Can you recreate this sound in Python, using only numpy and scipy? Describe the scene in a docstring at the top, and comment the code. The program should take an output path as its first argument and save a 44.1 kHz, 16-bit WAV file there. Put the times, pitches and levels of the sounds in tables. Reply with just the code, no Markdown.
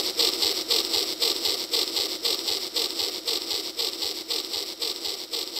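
"""Outdoors, a battery toy train pulls two wagons along plastic track, straight ahead of the microphone.
From the start its motor hums, its wheels drone and its chassis rocks softly on the track.
The drive wheel turns about twice a second and loads the gears twice a turn: the drive growls, teeth
rasp, then snap over in quick runs, and the hollow plastic body hums and rings with them.
The same worn teeth come round on every turn, ever fainter as the train draws away."""
import sys
import numpy as np
from scipy import signal
from scipy.fft import rfft, irfft
from scipy.io import wavfile
from scipy.ndimage import uniform_filter1d

SR = 44100
rng = np.random.default_rng(int(sys.argv[2]) if len(sys.argv) > 2 else 0)


def wrap_up_sound(samples):
    """Save the sound to the file named by the first command line argument, as 16-bit audio."""
    columns = np.atleast_2d(samples).T
    # keep every value between -1 and 1, then stretch to whole-number steps
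    tamed = np.clip(columns, -1, 1)
    steps = np.round(tamed * 32767).astype(np.int16)
    wavfile.write(sys.argv[1], SR, steps)


N = 246519
T = np.arange(N) / SR
FREQ = np.fft.rfftfreq(N, 1 / SR) + 1e-3
TURN_S, TOOTH_HZ = .51401, 419.5  # one turn of the drive wheel; rate at which the teeth mesh
TURN = round(TURN_S * SR)


def undb(db):
    """Decibels to gain."""
    return 10 ** (np.asarray(db) / 20)


def unit(x):
    """Scale to rms 1."""
    return x / np.sqrt(np.mean(np.abs(x) ** 2))


def through(x, response):
    """Filter by a frequency response."""
    return irfft(rfft(x) * response, N)


def colour(points):
    """Frequency response through (f/Hz, level/dB) points, falling away below the lowest."""
    hz, db = np.transpose(points)
    low_cut = np.minimum(FREQ / hz[0], 1) ** 2
    return low_cut * undb(np.interp(np.log(FREQ), np.log(hz), db))


def ringing(modes):
    """Response of (f/Hz, width/Hz, level/dB) resonances; successive ones swing in opposite senses."""
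    return sum(undb(db) / (1 + 1j * (FREQ ** 2 - hz ** 2) / (FREQ * width)) * (-1) ** k
               for k, (hz, width, db) in enumerate(modes))


def every_turn(x):
    """Repeat one turn of the wheel all the way."""
    return np.resize(x, N)


def time_from(moment_s):
    """Seconds from the nearest return of a moment in the turn, negative ahead of it."""
    return (T - moment_s + TURN_S / 2) % TURN_S - TURN_S / 2


def surface(play=0.21, grit_db=3):
    """Roughness of the teeth: it comes round with the wheel, apart from some play in the axles."""
    worn = unit(rng.standard_normal(TURN) * undb(grit_db * rng.standard_normal(TURN)))
    return np.sqrt(1 - play) * every_turn(worn) + np.sqrt(play) * rng.standard_normal(N)


def strain(idle_db=-10.5, idle_hz=337, attack_s=0.0203, release_s=.011):
    """Load (dB) and growl pitch (Hz) of the drive: each stroke pulls both up from idling."""
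    # strokes that strain the drive in each turn: t/s, length/s, load/dB, growl f/Hz
    strokes = [(0.194, 0.0618, 2, 486.2), (0.264, 0.029, 1.5, 368.7), (0.327, 0.03, -2.5, 347.5),
               (0.39, 0.0058, -2.5, 344), (0.42, 0.0992, 1.0, 443.3), (0.554, 0.063, -1.5, 374.5)]
    ease_db_per_s, sag_hz_per_s = 2.5, 380  # load and pitch sink while a stroke lasts
    power = undb(idle_db) ** 2
    weighted_hz = power * idle_hz
    for start, length, db, hz in strokes:
        since = time_from(start)
        held = np.clip(since, 0, length)
        build = np.exp(-(np.minimum(since, 0) / attack_s) ** 2)
        let_go = np.exp(-(np.maximum(since - length, 0) / release_s) ** 2)
        effort = (build * let_go * undb(db - ease_db_per_s * held)) ** 2
        power = power + effort
        weighted_hz = weighted_hz + effort * (hz - sag_hz_per_s * held)
    return 10 * np.log10(power), weighted_hz / power


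def rocking():
    """Soft low thuds as the chassis rocks on the track."""
    # thuds in each turn: t/s, level/dB, half-width/s, f/Hz
    bumps = [(0.194, -58, 0.02, 60), (0.283, -53.5, 0.02, 59.6), (0.361, -55.5, 0.015, 66.3),
             (0.454, -46, 0.0087, 82)]
    thuds = np.zeros(N)
    for centre, db, half_width, hz in bumps:
        since = time_from(centre)
        swell = undb(db) * np.exp(-.5 * (since / half_width) ** 2)
        thuds += swell * np.sin(2 * np.pi * (hz * since + rng.random()))
    return thuds


def motor(motor_hz=319, motor_db=-48, waver=0.00894):
    """The motor's own hum, wavering slightly in speed."""
    speed = 1 + waver * unit(uniform_filter1d(rng.standard_normal(N), size=2500))
    return undb(motor_db) * unit(np.sin(2 * np.pi * np.cumsum(motor_hz * speed) / SR))


def rolling(load_db, drone_db=-44, load_share=0.39):
    """The wheels drone on between the loaded strokes, easing only a little."""
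    # spectrum of the rolling wheels: f/Hz, level/dB
    drone = [(26, -13), (62, -14.5), (125, -13.5), (205, -14), (265, -5.5), (318, -8), (385, 6), (475, -20),
             (660, -3.5), (1020, -29), (1230, -5.5), (1580, -13), (2250, -13), (4900, -26.5)]
    return undb(drone_db + load_share * load_db) * unit(through(surface(), colour(drone)))


def growl(load_db, hz, growl_db=-38.0, rough=0.57):
    """The straining drive growls: a rough tone that rises with each stroke and then sags."""
    flutter = uniform_filter1d(rng.standard_normal((2, TURN)), size=220, mode="wrap")
    flutter = unit(uniform_filter1d(flutter, size=110, mode="wrap"))
    cycles = np.cumsum(hz[:TURN]) / SR
    cycles *= np.round(cycles[-1]) / cycles[-1]  # geared to the wheel: whole cycles in a turn
    tone = (1 + rough * (flutter[0] + 1j * flutter[1])) * np.exp(2j * np.pi * cycles)
    return undb(growl_db + load_db) * every_turn(unit(tone.real))


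def body(low_hz=310):
    """Response of the hollow plastic shell, too small to radiate bass."""
    # resonances of the shell: f/Hz, width/Hz, level/dB
    shell_modes = [(321.4, 11.6, 3.5), (389, 62, -1.5), (448, 71, 1), (492.8, 39.7, 3), (537.5, 28, 0),
                   (598, 136, -8.5), (721.5, 37, -6), (808, 12.5, -2.5), (873, 96, -11), (954, 120, -7),
                   (1159, 80, -7.5), (1205, 59, -5), (1186, 51, -30), (2068, 122, -5)]
    return unit(ringing(shell_modes) / np.sqrt(1 + (low_hz / FREQ) ** 8))


def housing():
    """Response of the gear housing, whose thin walls ring in the treble."""
    # resonances of the walls: f/Hz, width/Hz, level/dB
    wall_modes = [(2200, 370, -8), (3127, 51, 7), (3584, 37, 20), (3955, 25, 12), (4290, 29, -11),
                  (4300, 29, -44), (3930, 18, 21), (4340, 18, -5), (4940, 37, -15), (5250, 90, -1),
                  (4980, 42, -21), (5205, 170, 18), (5670, 50, -17), (5620, 55, 20.5), (8600, 190, -2),
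                  (12100, 280, 8)]
    return unit(ringing(wall_modes))


def sliding(load_db, mesh_db=6.5, unevenness=0.1928):
    """Teeth rub harder under load and pulse as each one meshes."""
    pace = 1 + unevenness * unit(uniform_filter1d(rng.standard_normal(TURN), size=100))
    mesh = every_turn(np.cos(2 * np.pi * np.cumsum(pace) * TOOTH_HZ / SR))
    return unit(surface() * undb(mesh_db * mesh)) * undb(load_db)


def tick(wall_hz=5300, wall_width_hz=2000):
    """Response of one snap; the gear wall holds its treble back, stretching it to nearly a millisecond."""
    # spectrum of one snap: f/Hz, level/dB
    snap_colour = [(1000, -13.5), (1650, -31.5), (2300, -17), (3000, -7), (3700, -1), (4300, 2.5),
                   (5000, -0.5), (5750, -13.5), (6550, -30), (7700, -10), (9250, -30), (10700, -60),
                   (12700, -16.5), (15300, -31)]
    gain = colour(snap_colour)
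    delay = np.exp(-4j * np.arctan((FREQ ** 2 - wall_hz ** 2) / (FREQ * wall_width_hz)))
    return delay * gain / gain.mean()


def chatter(load_db, chatter_db=-30.5, spread_db=4.5, catch_db=12.5, wind_up_s=0.016):
    """One turn of light impulses: each tooth ticks under load, and every few teeth one catches harder."""
    slack, bite = .3, 1.47  # timing play in teeth; dB of ticking per dB of load
    tooth = np.arange(int(TURN_S * TOOTH_HZ))
    late, force = rng.uniform(-0.91, 1, (2, len(tooth)))
    at = np.round((tooth + slack * late) / TOOTH_HZ * SR).astype(int) % TURN
    catches = np.isin(tooth, np.cumsum(rng.integers(2, 6, len(tooth))))
    wound_db = np.minimum(load_db, np.interp(T - wind_up_s, T, load_db))  # only lasting load counts
    turn = np.zeros(TURN)
    turn[at] = undb(chatter_db + bite * wound_db[at] + catch_db * catches + spread_db * force)
    return turn


def snaps(load_db, jitter=.06, scatter_db=.7):
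    """Badly worn teeth snap over in loud runs amid the chatter: the same impulses on every turn."""
    # runs of worn teeth in each turn: t/s, level/dB, number of teeth
    runs = [(.1937, -10.3, 3), (.2026, -10, 1), (.2061, -9.3, 3), (.2225, -10.5, 4), (.2486, -9, 2),
            (.2719, -10, 3), (.2902, -9, 1), (.3353, -11, 1), (.4220, -11, 3), (.4309, -10, 4),
            (.4472, -11, 1), (.4598, -10, 1), (.4668, -9.5, 2), (.4789, -10, 1), (.4936, -12, 1),
            (.5144, -13, 1), (.5763, -14, 1)]
    turn = chatter(load_db)
    half_tooth = round(.5 * SR / TOOTH_HZ)
    for start, db, teeth in runs:
        late, force = rng.standard_normal((teeth, 2)).T
        times = start + (np.arange(teeth) + jitter * late) / TOOTH_HZ
        at = np.round(times * SR).astype(int)
        turn[np.arange(at[0] - half_tooth, at[-1] + half_tooth) % TURN] = 0  # a tooth ticks or snaps
        turn[at % TURN] = undb(db + scatter_db * force)
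    return every_turn(turn)


def gearbox(load_db, snap_db=4, rasp_db=-31, ring_db=-13, sing_db=-35, knock_db=-5, hum_db=-39):
    """Snaps and rasp reach the microphone directly; both also ring the housing and shake the body."""
    # spectrum of the sliding teeth: f/Hz, level/dB
    rasp_colour = [(1650, -51), (2050, -8.5), (2550, -10.5), (3850, -1.5), (5500, 1.5), (6050, -25),
                   (6750, -20), (7900, -3), (8550, -13.5), (9450, -24), (10900, -20), (12450, -20.5),
                   (14100, -17.5), (15400, -20)]
    hits, rub = snaps(load_db), sliding(load_db)
    clicks = undb(snap_db) * through(hits, tick())
    rasp = undb(rasp_db) * through(rub, unit(colour(rasp_colour)))
    walls = through(undb(ring_db) * hits + undb(sing_db) * sliding(load_db), housing())
    shell = through(undb(knock_db) * hits + undb(hum_db) * rub, body())
    return clicks + rasp + walls + shell


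def scene(start_db=0.95, fade_db_per_s=1.43):
    """Open air, no echo: the train fades with distance, straight ahead of the microphone."""
    load_db, growl_hz = strain()
    train = gearbox(load_db) + growl(load_db, growl_hz) + motor() + rolling(load_db) + rocking()
    heard = train * undb(start_db - fade_db_per_s * T)
    return np.array([heard, heard])


def record(dry, top_hz=15600):
    """The recorder cuts the highest treble steeply."""
    return signal.sosfilt(signal.ellip(10, .2, 80, top_hz, fs=SR, output="sos"), dry)


dry = scene()
out = record(dry)
wrap_up_sound(out)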